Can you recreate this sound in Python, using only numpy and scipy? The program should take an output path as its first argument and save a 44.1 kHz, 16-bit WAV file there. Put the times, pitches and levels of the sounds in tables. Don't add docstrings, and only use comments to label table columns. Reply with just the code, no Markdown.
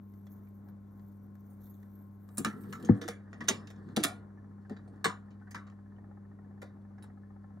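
import sys
import numpy as np
from scipy import signal
from scipy.fft import rfft, irfft, next_fast_len
from scipy.io import wavfile
from scipy.ndimage import uniform_filter1d, map_coordinates

SR = 44100
rng = np.random.default_rng(int(sys.argv[2]) if len(sys.argv) > 2 else 0)


def file_out(sig):
    cols = np.atleast_2d(sig).T
    lim = np.clip(cols, -1, 1)
    pcm = np.round(lim * 32767).astype(np.int16)
    wavfile.write(sys.argv[1], SR, pcm)


def gain_from_decibels(decibels):
    exponent = np.asarray(decibels, float) / 20
    return 10 ** exponent


N = 335160

# start in seconds, peak in dB, deck, plate and sparkle in dB.
LIFT_CONTACTS = [(2.3726, -47, -11, -5, 9), (2.3809, -41, -1, 0, 12.5), (2.4484, -31.5, -7.5, 3.5, -4),
                 (2.727, -47, -6, 8, -12), (2.754, -56.5, -6, 5, -14), (2.637, -62, 0, 8, -12),
                 (2.799, -66, 11, 9, -2), (2.826, -53.5, -10, -21, -7), (2.8486, -47.5, -13, -1, -8),
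                 (2.8892, -57, 30, 21, -25), (2.95, -68, 18, 16, -10), (2.9644, -68, 7, -1, -3),
                 (2.976, -73, 13, 2, 8), (3.08, -36.5, 0.5, 2, -9), (3.084, -37, 5.5, 1, -5)]
SWING_CONTACTS = [(3.331, -53.5, 10.5, 6.5, -22), (3.407, -44.5, -0.5, 5.5, -20),
                  (3.4395, -54.5, 6, 3.5, -11), (3.476, -51.5, -7, -2, -10), (3.497, -30, 3, -3, -12),
                  (3.673, -48.5, -13, -6.5, -17), (3.7035, -54, 7, 1.5, -9), (3.7592, -64, 12, -1, -26),
                  (3.888, -64, 9, 8, -25), (3.97, -43, 19, 9, -8), (4.032, -32, -26, -4.5, -9),
                  (4.038, -25, -8, -5, 1.5), (4.043, -25, -0.5, -4.5, -12.5)]
PARK_CONTACTS = [(4.697, -55, 17, 5, -14.5), (4.72, -63.5, 14, 11, -20), (4.7654, -58.5, 7, 7.5, -40),
                 (4.8774, -70.5, 20.5, -4, -9), (4.9593, -76, 15.5, -4, -5), (5.044, -24, -16, -1, -10),
                 (5.058, -44, 8, 17, -10), (5.095, -56, 8, 20, -10), (5.3068, -60.5, 1.5, -17, -30),
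                 (5.3994, -78, 9, 15, -25), (5.472, -74.5, 14, 23, -20), (5.5095, -54.5, -2, -1, -0.5),
                 (5.547, -40, -3, 8, -13), (5.669, -59.5, 7, 8.5, -25), (5.7, -63.5, 10, -4, -22),
                 (6.6181, -47, 4, 6, -9), (6.9825, -71.5, 10, 18, -21), (7.0254, -59, -4, 0, -5),
                 (7.04, -63, 8, 4, -6)]
GRAZES = [
    (3.0145, -44, 2, 1.3, -12),
]
SNAPS = [
    (3.484, -19, -7, -6.5, -9.5),
    (3.964, -24, -12, -14, -9),
    (4.003, -42, -8, -4, -12),
]
# start in seconds, peak in dB.
POPS = [(0.1374, -72), (0.2686, -62), (0.3894, -78), (0.4726, -73), (0.686, -68), (0.9958, -71),
        (1.354, -71), (1.67, -69), (1.8307, -67), (2.2896, -63)]
# deck in dB, plate in dB, sparkle in dB.
POP_COLOUR_DB = (12, 7.2, -8.5)
# low edge in Hz, high edge in Hz, room T60 in seconds, level in dB.
CONTACT_BANDS = [(329.4, 780, .3, 2.5), (978, 2010, 0.27, 3.5), (2180, 4040, 0.22, 0),
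                 (4500, 6900, 0.19, -5), (7000, 11000, 0.19, -0.5), (11800, 23000, 0.11, -5)]
# start in seconds, pitch in Hz, level in dB, T60 in
# seconds.
RINGS = [(2.381, 9520, -23, 0.0219), (2.45, 1360, -41, 0.27), (2.452, 1330, -43, 0.4),
         (2.734, 1300, -46, 0.1), (2.733, 1320, -43, 0.24), (2.733, 1300, -58, 0.091),
         (2.849, 6480, -47, 0.075), (3.485, 6440, -18, 0.055), (3.484, 1420, -30.5, .07),
         (3.487, 637, -35, 0.097), (3.968, 480, -29, 0.1), (3.485, 8900, -36, 0.086),
         (3.486, 5260, -51, 0.28), (4.035, 3500, -29, 0.087), (4.044, 1414, -42.5, 0.35),
         (4.38, 1750, -60, .06), (4.66, 1600, -60, .06), (5.421, 1500, -57, .07),
              (5.472, 1500, -57, .06), (6.62, 800, -52, .07), (7.045, 800, -59, .06),
              (2.386, 2850, -53, .1), (2.451, 2900, -44, .08), (4.88, 8800, -75.5, 0.077),
              (4.88, 4500, -79, 0.069), (5.047, 1110, -31, 0.067), (5.045, 3640, -35.5, 0.14),
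              (5.045, 1420, -46, 0.36), (5.045, 2293, -39, 0.13), (5.045, 4370, -39.5, .13),
              (5.045, 6980, -46, 0.21), (5.046, 8020, -35, 0.11), (5.548, 1788, -45.5, 0.11),
              (5.548, 1332, -47, 0.22), (6.62, 1427, -49.5, 0.096), (5.51, 5000, -58, .06),
              (5.51, 6380, -59, 0.13), (7.026, 3900, -65, 0.11), (7.027, 10540, -58, 0.063)]
BLOW_TONES = [(.268, 750, -59, .06), (.268, 3400, -66, 0.058), (.268, 2010, -60, .03),
              (.268, 6360, -70, .04), (.472, 2300, -67, .04), (2.379, 5430, -43.5, 0.066),
              (2.379, 6890, -41.5, .045), (2.379, 6000, -47, .05), (2.379, 1230, -42, .1),
              (2.381, 4420, -46, .06), (2.448, 1222, -29, 0.088), (2.449, 1594, -34, .05),
              (2.449, 5300, -41, .05), (2.449, 6864, -39.5, .04), (2.449, 3900, -43, 0.08),
              (2.645, 1350, -57, .15), (2.728, 1730, -48, .1), (2.728, 5450, -53, .05),
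              (2.728, 7000, -53, .14), (2.756, 1200, -46, .08), (3.016, 1712, -45, .15),
              (3.016, 3690, -53, .06), (3.016, 5290, -55, .08), (3.084, 1879, -45, .09),
              (3.084, 1400, -47, .1), (3.084, 5290, -46, .07), (3.409, 1694, -48, .06),
              (3.485, 1650, -27, .06), (3.485, 5230, -29, .05), (3.485, 3400, -33, .07),
              (3.485, 4350, -38, 0.066), (3.5, 1900, -39, 0.13), (3.502, 884, -40, 0.11),
              (3.964, 5820, -34, .035), (3.968, 800, -36, .09), (3.968, 1800, -42, .08),
              (4.039, 1780, -29, .08), (4.041, 1104, -38, .11), (4.04, 3720, -34.5, 0.087),
              (4.039, 5280, -35, .07), (4.039, 6300, -33, .06), (4.7, 1750, -57, .08),
              (4.768, 1750, -56, .1), (4.768, 3840, -63, .07), (5.045, 1700, -28, 0.083),
              (5.045, 3960, -37.5, .07), (5.045, 5210, -42.5, 0.093), (5.05, 2830, -43.5, .12),
              (5.085, 1454, -48, .22), (5.963, 2950, -67, .04)]
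# centre in Hz, width in Hz, level in dB.
STEEL_MODES = [(1122, 49, -5), (1230, 16, 2.5), (1730, 80, -8.5), (2310, 55, -5.5), (3640, 87, -15.5),
               (3820, 32, -12.5), (4374, 51, -10), (4854, 52, -34.5), (5370, 49, 0.5), (5820, 68, -6.5),
               (5930, 95, -16), (7100, 9.1, -10), (6940, 120.4, -28), (8370, 39, -1.5), (8430, 80, -1),
               (8940, 40, -12), (10200, 44, -5.5), (11057, 170, -16)]
# start in seconds, peak in dB, main pitch in Hz.
KNOCKS = [(2.38, -26.5, 222), (2.4, -27.5, 272), (2.454, -23.5, 215.5), (2.472, -26.5, 205),
          (2.648, -41.5, 198), (2.743, -40, 200), (2.837, -30, 215), (3.018, -37, 470), (3.051, -35, 329),
          (3.088, -33.5, 471), (3.409, -32, 222), (3.489, -30.5, 426), (3.504, -28, 388),
          (3.971, -19.5, 215.6), (3.999, -27, 305), (4.046, -27.5, 289), (4.706, -31, 217),
          (4.708, -37, 420), (5.054, -25, 450), (5.073, -33.5, 178), (5.553, -38, 198.7),
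          (6.623, -42.5, 206)]
# pitch in Hz, level in dB, T60 in seconds.
BOX_MODES = [(140, -8, 0.14), (204.7, -3.5, 0.12), (240, 6.5, 0.031), (292.4, -4, 0.1304),
             (356.7, -8.5, 0.075), (450, -12.5, .1), (582, -17.5, .06), (784, -18, .05)]
# pitch in Hz, level in dB, T60 in seconds.
DROP_MODES = [(108.4, -11, 0.15), (150, -17, .12), (201.9, -13, 0.15), (228, 1, .05), (288, -26, 0.35),
              (336.3, -13, 0.055), (484, -26, 0.14), (610, -36, 0.07), (830, -23.5, 0.023)]
# time in seconds, teeth passed.
MESH = [
    (3.212, 0),
    (3.884, 10),
    (4.236, 15),
    (4.652, 21),
    (5.225, 29),
    (5.42, 32),
    (5.723, 37),
]
PINION_DB = [-63.5, -59, -61.5, -62, -66, -65, -66, -62, -70, -67, -62, -70, -63, -73, -62, -74, -77, -63,
             -61.5, -68]
# start in seconds, high modes in dB, low modes in dB.
LAST_TEETH = [(5.7228, -64, -64), (5.7877, -61, -64), (5.86, -66, -66), (5.92, -62, -65),
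              (5.9837, -59, -60.5), (6.0416, -59, -58.5), (6.1119, -64.5, -56), (6.1718, -62, -57),
              (6.2511, -62, -64), (6.315, -62, -61), (6.388, -63, -59), (6.4457, -68.5, -67),
              (6.509, -65, -65), (6.577, -60, -63), (6.7025, -68, -65), (6.7679, -72, -66),
              (6.8493, -62.5, -66), (6.9081, -73, -63), (6.982, -58, -60), (7.0388, -60, -56),
              (7.1002, -60, -60), (7.1737, -66.5, -60), (7.2339, -60.5, -62), (7.3034, -63.5, -60),
              (7.3626, -65, -59), (7.4416, -59, -58), (7.5048, -70, -61), (7.5711, -71, -60)]
# pitch in Hz, level in dB, T60 in seconds.
TICK_HIGH_MODES = [(1780, 1, 0.054), (2150, -15, 0.04), (1500, -9, .04)]
# pitch in Hz, level in dB, T60 in seconds.
TICK_LOW_MODES = [(781, 3.5, 0.055), (1020, -4, .04), (1282, 1, .045), (560, -2, .05)]
# time in seconds, deck scrape in dB.
CAM_LOAD = [(2.2, -85.5), (2.38, -69), (2.56, -60), (2.9, -56.5), (2.99, -59.5), (3.13, -77), (3.37, -63.5),
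            (3.51, -56), (3.7, -66), (4.02, -60.5), (4.38, -74.5), (4.94, -67.5), (5.3, -71), (6.44, -77.5),
            (7.6, -73.5)]
# frequency in Hz, density in dB per Hz.
SLIDING_SPECTRUM = [(1500, -59.5), (2300, -1), (4400, 1), (5500, -5.5), (10000, -8), (13000, -60)]
# time into the turn in seconds, hiss in dB.
GROOVE_WEAR = [
    (0, -88.5),
    (.19, -79),
    (.25, -85),
    (.32, -71.5),
    (.47, -83),
    (.69, -83),
    (.76, -91),
    (1.08, -82.5),
    (1.3, -91),
]
# frequency in Hz, density in dB per Hz.
GROOVE_SPECTRUM = [(2000, -120), (2600, -38), (3500, -11.5), (5000, -27), (5900, -14.5), (10300, -15.5),
                   (11800, -3.5), (13000, 1.5), (15000, -3.5), (16000, -13)]
# time in seconds, hiss in dB.
TRIP_DRAG = [
    (2.28, -78),
    (2.548, -75.5),
    (2.624, -70),
    (2.87, -79),
    (2.9, -92),
]
# frequency in Hz, density in dB per Hz.
DRAG_SPECTRUM = [(4120, -34.5), (7000, -15.5), (8730, -5.5), (10400, -10.5), (13000, 1.5), (16200, -6.5)]
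# multiple of the magnetic pull, level in dB.
HUM_HARMONICS = [(1, -51), (2, -52), (3, -68), (4, -76.5)]
# pitch in Hz, level in dB.
ROTOR_TONES = [(59.3, -70), (355, -78.5), (576, -82.5), (1061, -80.5), (1326, -89.5), (1459, -89.5)]
# frequency in Hz, density in dB per Hz.
RUMBLE_SPECTRUM = [(25, -120), (35, -19.5), (58, -1.5), (85, -8), (120, -2.5), (180, -4), (250, -3),
                   (330, -10), (450, -14.5), (700, -19), (1100, -22), (1800, -31), (2300, -38),
                   (3000, -120)]
# frequency in Hz, density in dB per Hz.
BEARING_SPECTRUM = [(5500, -60), (5750, -2.5), (5950, -4), (6200, -60)]
# frequency in Hz, density in dB per Hz.
AIR_SPECTRUM = [(1180, -37.5), (2000, -3), (2140, -2.5), (2800, -10), (3450, -11), (5440, -15.5),
                (7120, -13), (7700, -17.5), (13200, -17.5), (16000, -39)]
# frequency in Hz, likeness from 0 to 1, left over right in dB.
PORTS = [(60, 1, -.5), (100, 1, -1.3), (200, 0.99, 1.66), (499.6, 0.63, -1), (870, 0.26, 8.5),
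         (1355, .55, -0.5), (1720, 0.95, 0), (2030, 0.53, -1.5), (2930, 0.34, -4), (4400, 1, 0),
         (5500, .88, -4.5), (6940, 0.42, -0.5), (8600, 1, -1.5), (16010, 0.73, 1)]
# frequency in Hz, lead of the left in radians.
LEFT_LEAD = [(60, .1), (200, .3), (690, .7), (1200, .2), (1720, -.7), (2400, -2.4), (2930, -3.3),
             (3450, -4.9), (4300, -6.2), (5500, -6.1), (6900, -5.8), (8600, -6.28), (16000, -6.5)]

RATTLE_S, GRAZE_S, SNAP_S, POP_S = .012, .03, .0074, .0049
THUD_S, KNOCK_T60_S = 2.8895, .1
TOOTH_LOW_DB, TOOTH_SCATTER_S, TOOTH_SCATTER_DB = -63.5, .002, 1.5
LOAD_MID_DB, GROAN_DB, GROAN_POWER, SLIDE_DB, SLIDE_POWER = -65.5, -57, 1.2, -86, 1.4
TURN_S, TURN_GAIN_DB, STYLUS_OFF_S = 4 / 3, 3.5, 2.3
MAINS_HZ, TOP_HZ = 99.987, 16150
NEAR_SPREAD = .78


def unit(x):
    return x / np.sqrt(np.mean(x ** 2) + 1e-20)


def along(hz, at_hz, values):
    return np.interp(np.log(hz + 1), np.log(np.asarray(at_hz) + 1), values)


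def curve(rows):
    s, db = np.transpose(rows)
    return gain_from_decibels(np.interp(np.arange(N) / SR, s, db, left=-140, right=-140))


def wobble(rate_hz):
    coarse = np.arange(0, N + 16, 16)
    knots = rng.standard_normal(int(N * rate_hz / SR) + 4)
    return np.interp(np.arange(N), coarse, map_coordinates(knots, [coarse * rate_hz / SR]))


def filtered(x, response):
    m = next_fast_len(N + SR // 2)
    return irfft(rfft(x, m) * response(np.fft.rfftfreq(m, 1 / SR)), m)[..., :N]


def coloured(x, spectrum):
    return unit(filtered(x, lambda hz: gain_from_decibels(along(hz, *np.transpose(spectrum)))))


def noise(spectrum):
    return coloured(rng.standard_normal((2, N)), spectrum)


def band(lo_hz, hi_hz):
    rise = [(lo_hz * .6, -120), (lo_hz * .85, -20), (lo_hz, 0)]
    return rise + [(hi_hz, 0), (hi_hz * 1.15, -20), (hi_hz * 1.5, -120)]


def patchy(paths, patchy_db, size):
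    z = signal.stft(paths, nperseg=512)[2]
    field = uniform_filter1d(rng.standard_normal(z.shape[1:]), size[0], 0)
    field = uniform_filter1d(field, size[1], 1)
    return unit(signal.istft(z * gain_from_decibels(patchy_db * unit(field)), nperseg=512)[1][:, :N])


def add(paths, s, sound):
    i = round(s * SR)
    paths[:, i:i + sound.shape[-1]] += sound[..., :N - i]


def ring(hz, db, t60_s, attack_s, rough=0., spread=1.):
    t = np.arange(min(SR // 3, int(SR * t60_s))) / SR
    walk = np.cumsum(rng.standard_normal(700)) / 45
    drift = rough * np.interp(t, np.arange(700) / 2000, walk)
    phase = [[0], [spread * rng.uniform(0, 2 * np.pi)]]
    envelope = gain_from_decibels(db - 60 * t / t60_s) * (1 - np.exp(-t / attack_s)) ** 2
    return envelope * np.sin(2 * np.pi * hz * t + drift + phase)


def steel(hz):
    modes = sum(gain_from_decibels(db - 2) * 1j * hz * w / (c * c - hz * hz + 1j * hz * w) for c, w, db in STEEL_MODES)
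    return gain_from_decibels(-3) + modes


def levers():
    t = np.arange(SR // 3) / SR
    near, room = np.zeros((2, len(CONTACT_BANDS), N))
    decay = np.array([(1 - np.exp(-t / .0082)) * gain_from_decibels(-120 * t / t60) for _, _, t60, _ in CONTACT_BANDS])
    crack = np.array([6.1 * lo / 11000 * np.exp(-t / .002) for lo, *_ in CONTACT_BANDS])

    contacts = [(*row, RATTLE_S) for row in LIFT_CONTACTS + SWING_CONTACTS + PARK_CONTACTS]
    contacts += [(*pop, *POP_COLOUR_DB, POP_S) for pop in POPS]
    contacts += [(*row, GRAZE_S) for row in GRAZES]
    contacts += [(*row, SNAP_S) for row in SNAPS]
    for s, db, deck_db, plate_db, sparkle_db, rattle_s in contacts:
        band_db = np.array([deck_db, plate_db, 0, 0, sparkle_db, sparkle_db])
        power = gain_from_decibels(2 * (db - 10.5 + band_db))[:, None]
        rattle = np.exp(-t / np.clip(rattle_s / 2, .0005, .05))
        add(near, s - .001, power * (1 - np.exp(-t / .0016)) * (rattle + crack))
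        add(room, s, power * decay * rattle_s / .017)

    chatter = gain_from_decibels(2.9 * wobble(400))
    stack = patchy(rng.standard_normal((2, N)), patchy_db=4, size=(2, 20))
    out = np.zeros((2, N))
    for (lo, hi, _, db), direct, tail in zip(CONTACT_BANDS, near, room):
        envelope = np.sqrt(direct * chatter ** 2 + gain_from_decibels(-13) * tail)
        out += gain_from_decibels(db) * envelope * coloured(stack, band(lo, hi))
    for s, hz, db, t60_s in RINGS:
        add(out, s, ring(hz, db, t60_s, attack_s=.0007, rough=.0052 * hz))
    return out


def tones():
    out = np.zeros((2, N))
    for s, hz, db, t60_s in BLOW_TONES:
        add(out, s, ring(hz, db, t60_s, attack_s=.00055, rough=.006 * hz))
    return out


def cabinet():
    out = np.zeros((2, N))
    for s, db, hz in KNOCKS:
        for c, mode_db, t60_s in BOX_MODES:
            pitch_hz = c * (1 + .047 * rng.normal())
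            level_db = db - 2.5 + mode_db + rng.normal(0, 2.7)
            add(out, s + .5 / c, ring(pitch_hz, level_db, min(t60_s, KNOCK_T60_S), attack_s=.63 / c))
        add(out, s, ring(hz, db + .5, KNOCK_T60_S, attack_s=.43 / hz))
    for c, db, t60_s in DROP_MODES:
        add(out, THUD_S + 1 / c, ring(c, db, t60_s, attack_s=.57 / c, spread=.17))
    return out


def gear():
    out = np.zeros((2, N))
    s, passed = np.transpose(MESH)
    teeth = np.arange(int(passed[-1]))
    chance = rng.standard_normal((len(teeth) + len(LAST_TEETH), 8, 2))
    high_db = np.take(PINION_DB, teeth, mode="wrap") + TOOTH_SCATTER_DB * chance[teeth, -1, 0]
    low_db = TOOTH_LOW_DB + .3 * (high_db - np.mean(PINION_DB))
    at_s = np.interp(teeth, passed, s) - .002 + TOOTH_SCATTER_S * chance[teeth, -1, 1]
    ticks = [*zip(at_s, high_db - .7, low_db), *LAST_TEETH]
    modes = TICK_HIGH_MODES + TICK_LOW_MODES
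    for (s, high, low), row in zip(ticks, chance):
        for (hz, mode_db, t60_s), base_db, (a, b) in zip(modes, [high] * 3 + [low] * 4, row):
            tick = ring(hz * (1 + .019 * a), base_db + mode_db + 2 * b, t60_s, attack_s=.0009, rough=14)
            add(out, s - .001, tick)
    return out


def cam():
    scrape = curve(CAM_LOAD)
    effort = scrape / gain_from_decibels(LOAD_MID_DB)
    groan = gain_from_decibels(GROAN_DB) * effort ** GROAN_POWER
    slide = gain_from_decibels(SLIDE_DB) * effort ** SLIDE_POWER
    groan_noise = noise([(60, -63.5), (100, -3.5), (220, 1.5), (300, -5.5), (480, -12), (700, -61)])
    low = groan * gain_from_decibels(2 + np.clip(2.5 * wobble(25), -9, 4)) * groan_noise
    mid = scrape * gain_from_decibels(-4.5 + 2.5 * wobble(30)) * unit(filtered(noise(band(600, 1900)), steel))
    hiss = patchy(noise(SLIDING_SPECTRUM), patchy_db=3.5, size=(3, 30))
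    return low + mid + slide * gain_from_decibels(-1.5 + 3.3 * wobble(60)) * hiss


def stylus():
    t = np.arange(N) / SR
    wear_db = np.interp(t % TURN_S, *np.transpose(GROOVE_WEAR)) + TURN_GAIN_DB * t / TURN_S
    wear = gain_from_decibels(wear_db) * (t < STYLUS_OFF_S)
    grain = gain_from_decibels(2.9 * wobble(66) + 2.5 * wobble(300))
    groove = unit(grain * patchy(noise(GROOVE_SPECTRUM), patchy_db=4.5, size=(16, 8)))
    drag = unit(grain * patchy(noise(DRAG_SPECTRUM), patchy_db=3, size=(5, 30)))
    return wear * gain_from_decibels(2) * groove + curve(TRIP_DRAG) * gain_from_decibels(4) * drag


def motor():
    t = np.arange(N) / SR
    pull = 2 * np.pi * MAINS_HZ * t - .3
    hum = sum(gain_from_decibels(db + 2.5 + .4 * k * wobble(14)) * np.cos(k * pull) for k, db in HUM_HARMONICS)
    whine = 0
    for hz, db in ROTOR_TONES:
        level = gain_from_decibels(db + 3.5 + 1.8 * wobble(11))
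        whine = whine + level * np.sin(2 * np.pi * hz * t + 1.5 * wobble(3.7))
    rumble = gain_from_decibels(-60 + .8 * wobble(3.7) + 1.5 * wobble(12)) * noise(RUMBLE_SPECTRUM)
    bearing_db = np.interp(t, [2.3, 4.2], [-101.5, -106]) + 4.4 * wobble(9)
    return hum + whine + rumble + gain_from_decibels(bearing_db) * noise(BEARING_SPECTRUM)


def air():
    return gain_from_decibels(-87.5) * noise(AIR_SPECTRUM)


def microphones(paths):
    port_hz, alike, balance_db = np.transpose(PORTS)

    def shares(hz):
        angle = np.arccos(np.clip(along(hz, port_hz, alike), 0, 1)) / 2
        return np.array([np.cos(angle), np.sin(angle)])

    def sides(hz):
        lead = np.exp(.5j * along(hz, *np.transpose(LEFT_LEAD)))
        left = gain_from_decibels(along(hz, port_hz, balance_db) / 2) * lead
        return np.array([left, 1 / left])

    same, other = filtered(paths, shares)
    return filtered(np.array([same + other, same - other]), sides)


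def scene():
    blows = filtered(levers(), lambda hz: gain_from_decibels(5) * steel(hz)) + tones() + cabinet() + gear()
    steady = cam() + stylus() + motor()
    return microphones(blows * [[1], [NEAR_SPREAD]] + steady + air())


def band_limit(x):
    return signal.sosfilt(signal.butter(12, 16500, fs=SR, output="sos"), x)


def record(dry):
    def response(hz):
        bass_cut = (1j * hz / (50 + 1j * hz)) ** 2
        return bass_cut * np.clip((TOP_HZ - hz) / 500, 0, 1)

    mix = filtered(dry, response)
    return band_limit(mix)


dry = scene()
out = record(dry)
file_out(out)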